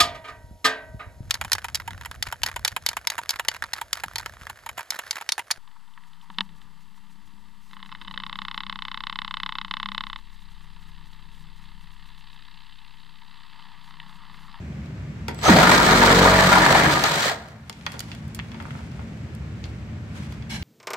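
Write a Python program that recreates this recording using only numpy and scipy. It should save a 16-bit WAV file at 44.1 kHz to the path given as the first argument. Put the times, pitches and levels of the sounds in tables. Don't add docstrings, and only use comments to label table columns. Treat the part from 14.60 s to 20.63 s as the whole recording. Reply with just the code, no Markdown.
import sys
import numpy as np
from scipy import signal
from scipy.fft import rfft, irfft, next_fast_len
from scipy.io import wavfile
from scipy.ndimage import uniform_filter1d

SR = 44100
rng = np.random.default_rng(int(sys.argv[2]) if len(sys.argv) > 2 else 0)


def level_to_linear(level):
    exponent = np.asarray(level, float) / 20
    return 10 ** exponent


def wrap_up_sound(samples):
    columns = np.atleast_2d(samples).T
    tamed = np.clip(columns, -1, 1)
    steps = np.round(tamed * 32767).astype(np.int16)
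    wavfile.write(sys.argv[1], SR, steps)


N = 265923
T_S = np.arange(N) / SR
BITE_S = 0.879

# time_s, strokes_per_s, beat_depth_db, grip (blade held in the cut, 0-1)
STROKES = [
    (0.85, 43, 3, 0),
    (0.95, 46.5, 4, .75),
    (1.03, 46.5, 4.4, 1),
    (2.18, 46.4, 2, 1),
    (2.3, 44.2, 2, .8),
    (2.4, 45, 2, .4),
    (2.48, 49.5, 1, .15),
    (2.75, 50.4, 1, .05),
]


def rms_one(x):
    return x / np.sqrt(np.mean(x ** 2) + 1e-20)


def in_time(rows, fade_s=0.014):
    s, *columns = np.transpose(rows)
    gate = np.clip(np.minimum(T_S - s[0], s[-1] - T_S) / fade_s + 1, 0, 1)
    return [np.interp(T_S, s, c) for c in columns] + [gate]


def colour(x, *spectra, fall_db=40):
    hz = np.maximum(np.arange(8193) * SR / 16384, 10)
    low_hz, high_hz = np.array(spectra[0])[[0, -1], 0]
    level_db = -fall_db * np.maximum(np.log2(np.maximum(low_hz / hz, hz / high_hz)), 0)
    for points in spectra:
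        point_hz, point_db = np.transpose(points)
        level_db += np.interp(np.log(hz), np.log(point_hz), point_db)
    cepstrum = irfft(np.log(level_to_linear(level_db)))
    cepstrum[1:8192] *= 2
    cepstrum[8193:] = 0
    return signal.fftconvolve(x, irfft(np.exp(rfft(cepstrum))))[:N]


def spread(mid, side, spectrum):
    # hz, side_minus_mid_db
    side_curve = [(60, -17), (130, -24.5), (290, -8.5), (640, -7), (1410, -0.5), (3100, 0), (6820, -0.5),
                  (15000, -1.5)]
    shared = 0.21
    late_mid = signal.hilbert(mid, next_fast_len(N))[:N].imag
    side = shared * late_mid + np.sqrt(1 - shared ** 2) * side
    mid, side = colour(mid, spectrum), colour(side, spectrum, side_curve)
    return np.array([mid + side, mid - side]) / np.sqrt(np.mean(mid ** 2))


def drift(rate_hz):
    r = np.exp(-2 * np.pi * rate_hz / SR)
    wander = signal.lfilter([1], [1, -2 * r, r * r], rng.standard_normal(N + SR))
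    return rms_one(wander[SR:])


def grains(per_s, spread_db, hiss):
    sizes = level_to_linear(spread_db * np.minimum(rng.exponential(1, (2, N)), 5))
    signs = rng.choice([-1, 1], (2, N))
    hits = rng.random((2, N)) < per_s / SR
    return rms_one(sizes * signs * hits) + hiss * rng.standard_normal((2, N))


def resonate(x, hz, width_hz):
    r = np.exp(-np.pi * width_hz / SR)
    return signal.lfilter([(1 - r * r) / 2, 0, (r * r - 1) / 2], [1, -2 * r * np.cos(2 * np.pi * hz / SR), r * r], x)


def part_levels_db():
    # time_s, level_db
    motor = [(0.76, -51), (0.81, -41), (0.835, -25.5), (0.86, -20.5), (1.0, -22), (2.2, -24.5),
             (2.69, -26.5), (2.73, -35.5), (2.77, -48), (2.86, -52), (3.1, -69)]
    # motor_share, free_db, held_db (added by grip), bite_db (added by first bite), steady_db (lost in steady cut)
    laws = ((1.77, -13, 14, 19, 7.5),
            (0.84, -3.5, 6.5, 17, 3.5),
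            (0.64, -5, 9.5, 15.5, 1.5),
            (1.13, -2, 2.5, 6, 0.4))
    grip_powers = [.6, 1.9, 2, 3.5]
    mean_db = -24
    per_s, _, grip, _ = in_time(STROKES)
    motor_db, _ = in_time(motor)
    since_s = np.maximum(T_S - BITE_S, 0)
    bite = np.clip(since_s / 0.006, 0, 1) * np.exp(-since_s / 0.031)
    steady = np.exp(-((T_S - 1.58) / 0.43) ** 2 / 2)
    levels_db = []
    for (share, free_db, held_db, bite_db, steady_db), power in zip(laws, grip_powers):
        level_db = mean_db + share * (motor_db - mean_db) + free_db
        levels_db.append(level_db + held_db * grip ** power + bite_db * bite - steady_db * steady)
    levels_db[3] = levels_db[3] + 0.48 * (per_s - 46.5)
    running = in_time(motor)[-1]
    return levels_db, running


def stroke_beat():
    # start_s, lift_db
    jolts = [(0.960, 6), (1.008, 3), (1.030, 5), (1.071, 3), (1.092, 3), (1.113, 7), (1.157, 7), (1.179, 3),
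             (1.29, 3), (1.653, 3), (1.804, 4), (1.917, 6), (1.972, 6), (2.018, 10), (2.061, 8), (2.104, 9),
             (2.147, 8), (2.193, 5), (2.24, 4), (2.295, 4), (2.355, 5), (2.438, 9), (2.454, 5)]
    per_s, depth_db, _, _ = in_time(STROKES)
    turns = np.cumsum(per_s) / SR - .66
    luck = rng.standard_normal(int(turns[-1]) + 2)[turns.astype(int)]
    beat_db = depth_db * (np.exp(-2.5 * (turns % 1)) * 2 - .8 + .25 * luck)
    for s, lift_db in jolts:
        beat_db += .7 * lift_db * (T_S > s) * np.exp(-np.maximum(T_S - s, 0) / 0.022)
    beat = level_to_linear(uniform_filter1d(beat_db, size=130))
    return beat / np.sqrt(uniform_filter1d(beat ** 2, size=6000))


def timber(beat):
    # hz, level_db_per_hz
    timber_curve = [(35, -27), (60, -7), (113, -1.5), (157, 1.5), (182, 1), (210, -5.5), (309, -2),
                    (458, -9), (550, -10.5), (600, -16), (780, -44), (1320, -120)]
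    return spread(*(beat ** 0.28 * grains(900, 3.4, hiss=0.91)), timber_curve)


def stud_and_blade(beat, stud_db, blade_db):
    # hz, level_db_per_hz
    stud_curve = [(240, -22.5), (400, -1), (554, -2.5), (639, -6), (695, -0.5), (730, -3.5), (1300, -13),
                  (1690, -31.5), (2860, -120)]
    # hz, level_db_per_hz
    blade_curve = [(590, -19.5), (1000, 0.5), (1070, 1.5), (1260, -1), (1660, -2), (2740, -16),
                   (3200, -11.5), (4160, -47), (7040, -120)]
    # pitch_hz, width_hz, level_db
    modes = [(529, 57, -10), (632, 84, 4), (775, 104, -2), (930, 130, -1.5), (1228, 49, 0), (1405, 115, 2),
             (1620, 61, 3), (1814, 210, 2.5), (2080, 310, 2), (2260, 130, -3)]
    drive = beat * level_to_linear(1.6 * drift(90)) * grains(4000, 2.8, hiss=1)
    ringing = sum(level_to_linear(db + 4.2 * drift(25)) * resonate(drive, hz, width_hz) for hz, width_hz, db in modes)
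    drive = drive + 1.8 * rms_one(ringing)
    blade_db = blade_db - 7 * np.clip((T_S - 2.74) / 0.045, 0, 1)
    stud = level_to_linear(stud_db - 2.5) * spread(*drive, stud_curve) * level_to_linear([[-.5], [.5]])
    blade = level_to_linear(blade_db) * spread(*drive, blade_curve) * level_to_linear([[.3], [-.3]])
    return (stud + blade) * np.clip((T_S - 0.8) / 0.042, .15, 1)


def teeth(beat):
    # hz, level_db_per_hz
    teeth_curve = [(1290, -6.5), (2200, -4), (2740, -8.5), (2910, -6.5), (4110, -3.5), (5380, -11),
                   (7920, -13), (8770, -16), (10200, -29), (12300, -21.5), (15200, -27), (16100, -14),
                   (16500, -56)]
    drive = beat ** 0.54 * level_to_linear(2.0 * drift(112)) * grains(9000, 2.9, hiss=0.96)
    return spread(*drive, teeth_curve) * level_to_linear([[-.3], [.3]])


def saw():
    (timber_db, stud_db, blade_db, teeth_db), running = part_levels_db()
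    beat = stroke_beat()
    low = level_to_linear(timber_db + 1.5) * timber(beat)
    middle = stud_and_blade(beat, stud_db, blade_db)
    high = level_to_linear(teeth_db - 1.72) * teeth(beat)
    return running * (low + middle + high)


def shake():
    # multiple, rms_db, in_tune_s
    multiples = [(1, -29, 1.59), (2, -28, 1.66), (3, -29, 1.68), (4, -24, 1.66), (5, -24, 1.42),
                 (6, -27, 1.6), (7, -32, 1.5), (8, -28, 1.39), (9, -26, 1.66), (10, -25, 1.57),
                 (11, -28, 1.54), (13, -33, 1.56), (14, -24, 1.78), (14, -28, 2.03), (14, -29, 1.3),
                 (16, -31, 1.7), (16, -29, 2.12), (18, -33, 1.8), (19, -35, 1.7), (21, -33, 1.7),
                 (21, -30, 2.05), (25, -33, 1.67), (28, -33, 1.62)]
    per_s, _, grip, running = in_time(STROKES)
    turns = np.cumsum(per_s) / SR
    total = np.zeros(N)
    for k, db, at_s in multiples:
        lasts_s = 0.25 if k <= 4 else 0.11 if k <= 14 else 0.4
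        swell = level_to_linear(db + 3 + drift(6)) * (.25 + np.exp(-((T_S - at_s) / lasts_s) ** 2 / 2))
        total += swell * np.sin(2 * np.pi * (k * turns + .75 * rng.random()))
    return running * grip * level_to_linear(-3.0) * total


def slaps():
    # start_s, peak_db, pitch_hz
    hits = [(0.939, -8, 1300), (0.96, 4, 711), (0.999, 1.5, 930), (1.031, 4.5, 1260), (1.071, 0, 1810),
            (1.092, -6, 1210), (1.114, 2, 1860), (1.135, -4, 1390), (1.158, -5, 910), (1.178, -9, 1010),
            (1.197, -12, 703), (1.217, -16, 1280), (1.266, -20, 1320), (1.292, -10, 1370),
            (1.333, -7, 1610), (1.354, -4, 842), (1.429, -2, 1610), (1.529, -8, 923), (1.583, -7, 1360),
            (1.636, -4, 748), (1.656, -2, 740), (1.67, 2.5, 990), (1.731, -1, 972), (1.799, -5, 929),
            (1.818, 0, 834), (1.842, 2, 1390), (1.917, -5, 1660), (1.926, 7, 1200), (1.935, -6, 1240),
            (1.954, 4, 1010), (1.971, 3.5, 800), (1.984, -6, 988), (2.004, -5, 1740), (2.019, -11, 1600),
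            (2.031, -8, 980), (2.062, 4, 813), (2.074, -13, 746), (2.105, -16, 1240), (2.113, -7, 934),
            (2.123, -9, 1210), (2.136, -12, 1410), (2.149, -2, 720), (2.164, -2, 732), (2.196, 1.5, 1610),
            (2.243, -3, 1740), (2.293, -23, 1850), (2.321, -22, 940), (2.371, -11, 993), (2.438, 1.5, 806),
            (2.483, -9, 939)]
    dies_s, width_hz = 0.0089, 170
    out, t = np.zeros((2, N + 4000)), np.arange(4000) / SR
    for s, db, hz in hits:
        mid, side = rng.standard_normal((2, 4000))
        puff = (mid + 0.63 * side * [[1], [-1]]) * np.minimum(t / 0.0022, 1)
        upper = resonate(puff * np.exp(-t / dies_s * 5.4), hz * 1.12, width_hz * 1.04)
        part = upper + resonate(puff * np.exp(-t / dies_s), hz, width_hz)
        first = round(s * SR)
        out[:, first:first + 4000] += level_to_linear(db - 9.5) * part / np.abs(part).max()
    return out[:, :N] * level_to_linear([[.9], [-.9]])


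def thump():
    since_s = np.maximum(T_S - BITE_S - .011, 0)
    hz = 158 + 230 * np.exp(-since_s / .016)
    swell = np.minimum(since_s / 0.0073, 1) * np.exp(-since_s / .06)
    return level_to_linear(-7) * swell * np.sin(2 * np.pi * np.cumsum(hz) / SR)


def whines():
    # start_s, end_s, pitch_hz, width_hz, level_db
    tones = [
        (0.72, 0.845, 7850, 20, -60),
        (0.825, 0.892, 6250, 500, -36),
        (0.858, 0.876, 1300, 50, -21),
        (2.6, 2.705, 1850, 200, -40),
    ]
    out = np.zeros((2, N))
    for start_s, end_s, hz, width_hz, db in tones:
        swell = np.clip((T_S - start_s) / (end_s - start_s) * 1.5, 0, 1) * np.clip((end_s - T_S) / .006, 0, 1)
        wander_hz = hz + width_hz / 2 * drift(width_hz / 2)
        out += level_to_linear(db + 9.5) * swell * np.sin(2 * np.pi * np.cumsum(wander_hz) / SR)
    return out


def ticks():
    # start_s, level_db (first 10 ms), centre_octaves (above 1 kHz), narrowness_db_per_octave2
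    dry_ticks = [(0.746, -52, 3, 3), (2.438, -22, 2.2, 6), (2.885, -57, 1, 0.5), (3.096, -38, 1.4, 1),
                 (3.127, -48.5, 2.1, 7), (3.21, -52.5, 1.3, 6), (3.264, -28.5, 0.99, 3.5),
                 (3.393, -33, 2.65, 11), (3.404, -37.5, 2.5, 1), (3.549, -51.5, 1.5, 1.5),
                 (3.68, -57, 3.6, 4), (3.79, -35.5, 0.88, 5), (3.797, -36, 1.24, 18), (4.053, -37, .1, 15),
                 (4.083, -47, .3, 12), (4.106, -41, 0.6, 10), (4.151, -43, .1, 8), (4.75, -53, 4, 1.5),
                 (5.723, -49.5, 0.5, 1)]
    # start_s, level_db, centre_octaves, narrowness_db_per_octave2
    rattling_ticks = [(0.259, -61, 2, 3.5), (0.682, -31.5, -0.5, 0.73), (0.711, -49, 0.5, 1.5),
                      (0.788, -42.5, -0.8, 0.7), (3.319, -46.5, 2.5, 0.87), (3.34, -43.5, -0.1, 1.8),
                      (3.367, -52, 1, 4.5), (3.516, -41, 1.4, 6.9), (3.747, -40, 4, 1.8),
                      (3.917, -47, 1, 3.5), (3.944, -45, .5, 3.8), (4, -38, 0.4, 7.5), (4.024, -57, 2, .8),
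                      (4.19, -47.5, 0.1, 5.7), (4.316, -55, 0.2, 1.3), (4.392, -43, -0.1, 4.2),
                      (5.04, -42, 1.8, 10), (5.055, -50, 0, 2), (5.823, -51, 1.5, 8),
                      (6.024, -41.5, 1.35, 10)]
    # pitch_hz, width_hz
    case_modes = [(915, 100), (1350, 120), (1890, 150), (2085, 150), (2740, 150), (3370, 160), (4190, 200),
                  (4650, 200), (5400, 250), (6300, 300)]
    edges_hz = np.array([280, 500, 900, 1600, 2400, 3400, 4800, 7000, 15000])
    bands = [signal.butter(3, pair, "band", fs=SR, output="sos") for pair in zip(edges_hz, edges_hz[1:])]
    octaves = np.log2(edges_hz[:-1] * edges_hz[1:] / 1e6) / 2
    quickness = 1.3 * level_to_linear(-2.2 * octaves)
    out, t = np.zeros((2, N + 8000)), np.arange(8000) / SR
    rows = [(*row, 0.054) for row in dry_ticks] + [(*row, 0.14) for row in rattling_ticks]
    for s, top_db, centre, narrow, t60_s in rows:
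        mid, side = rng.standard_normal((2, 8000))
        puff = mid + 0.86 * side * [[1], [-1]]
        strengths_db = rng.normal(0, 3, len(case_modes))
        levels_db = top_db - 3.5 - narrow * (octaves - centre) ** 2
        start = round(s * SR)
        for band, db, quick in zip(bands, levels_db, quickness):
            crack = puff * (level_to_linear(-60 * t / .007) + .36 * level_to_linear(-60 * t / (t60_s * quick)))
            rung = sum(level_to_linear(lift_db) * resonate(crack, *mode) for mode, lift_db in zip(case_modes, strengths_db))
            part = signal.sosfilt(band, signal.lfilter([.5], [1, -.5], crack + .9 * rung))
            first_rms = np.sqrt(np.mean(part[:, :SR // 100].mean(axis=0) ** 2))
            out[:, start:start + 8000] += level_to_linear(db) * part / first_rms
    return out[:, :N]


def dragged_sole():
    # pitch_hz, width_hz, level_db
    board_modes = [(840, 90, 0), (1620, 70, -1), (2220, 120, 0), (2900, 120, -1), (3300, 100, -4),
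                   (4070, 140, -1), (5300, 150, -3)]
    # hz, level_db_per_hz
    sole_curve = [(350, -13), (600, -20), (790, -5), (1430, -12), (1610, -4.5), (1850, -5), (4110, -8.5),
                  (8160, -12.5), (16000, -30)]
    attack_s, hold_s, release_s = 0.0098, 0.056, 0.027
    rasp = grains(5000, 2.5, hiss=1)
    ringing = sum(level_to_linear(db) * resonate(rasp, hz, width_hz) for hz, width_hz, db in board_modes)
    since_s = T_S - 5.893
    fading = np.exp(-np.maximum(since_s - attack_s - hold_s, 0) / release_s)
    swell = np.clip(since_s / attack_s, 0, 1) * np.maximum(fading, 0.28)
    return level_to_linear(-37.5) * swell * spread(*(rms_one(rasp) + .5 * rms_one(ringing)), sole_curve)


def scuffs():
    # peak_s, peak_db, fade_db_per_s (both sides)
    passes = [(3.1, -64, 21), (3.3, -53, 100), (3.51, -54, 83), (4.15, -54, 22), (5.07, -54.5, 160),
              (5.575, -52.5, 200), (5.61, -53.5, 150), (5.71, -53, 128)]
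    # hz, level_db_per_hz
    grit_curve = [(350, -27), (600, -8), (803, 2.5), (1250, -2), (1630, -2), (1840, -1), (2150, -2.5),
                  (8130, -15), (14800, -31), (15800, -23), (16500, -61)]
    drive = level_to_linear(1.8 * drift(32)) * grains(2500, 3.5, hiss=1)
    swell = sum(level_to_linear(db - fade_db * np.abs(T_S - s)) for s, db, fade_db in passes)
    return spread(*drive, grit_curve) * swell


def house():
    # hz, level_db_per_hz
    house_curve = [(15, -54), (45, -24), (62, -1.5), (150, -1.5), (226, -10), (252, -14), (510, -27),
                   (553, -24), (766, -29.5), (831, -31.5), (2210, -33), (3230, -41.5), (7920, -51),
                   (15200, -101), (16500, -64)]
    duck_db = 10 * (T_S > 0.87) * np.exp(-np.maximum(T_S - 3.13, 0) / 0.31)
    hum = level_to_linear(-10.5) * rms_one(resonate(rng.standard_normal(N), 217.6, 7.3))
    rumble = spread(*(level_to_linear(0.35 * drift(30.0)) * rng.standard_normal((2, N))), house_curve)
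    return level_to_linear(-29.5 - duck_db - 5.5) * (hum + rumble)


def room(x):
    t60_s, level_db, bass_t60_s, bass_db = 0.37, -12, 0.69, -2.5
    t = np.arange(SR // 2) / SR
    mid, side = rng.standard_normal((2, len(t))) * level_to_linear(-60 * t / t60_s) * (t > .004)
    side = signal.sosfilt(signal.butter(2, 600, "high", fs=SR, output="sos"), side)
    tail = signal.lfilter([.4], [1, -.6], [mid + side, mid - side])
    boom = signal.sosfilt(signal.butter(2, 900, fs=SR, output="sos"), rng.standard_normal(len(t)))
    tail += level_to_linear(bass_db) * boom * level_to_linear(-60 * t / bass_t60_s) * (t > .004)
    tail /= np.sqrt(np.mean(np.sum(tail ** 2, axis=1)))
    return x + level_to_linear(level_db) * signal.fftconvolve(x.mean(axis=0, keepdims=True), tail, axes=1)[:, :N]


def scene():
    in_room = saw() + slaps() + thump() + whines() + ticks()
    return room(in_room) + shake() + scuffs() + dragged_sole() + house()


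def low_pass(x):
    return signal.sosfilt(signal.butter(12, 16950, fs=SR, output="sos"), x)


def record(dry):
    hissy = dry + level_to_linear(-72.5) * rng.standard_normal(dry.shape)
    rounded = 1.136 * np.tanh(hissy / 1.041)
    mix = signal.sosfilt(signal.cheby2(12, 60, 16500, fs=SR, output="sos"), rounded)
    return low_pass(mix)


dry = scene()
out = record(dry)
wrap_up_sound(out)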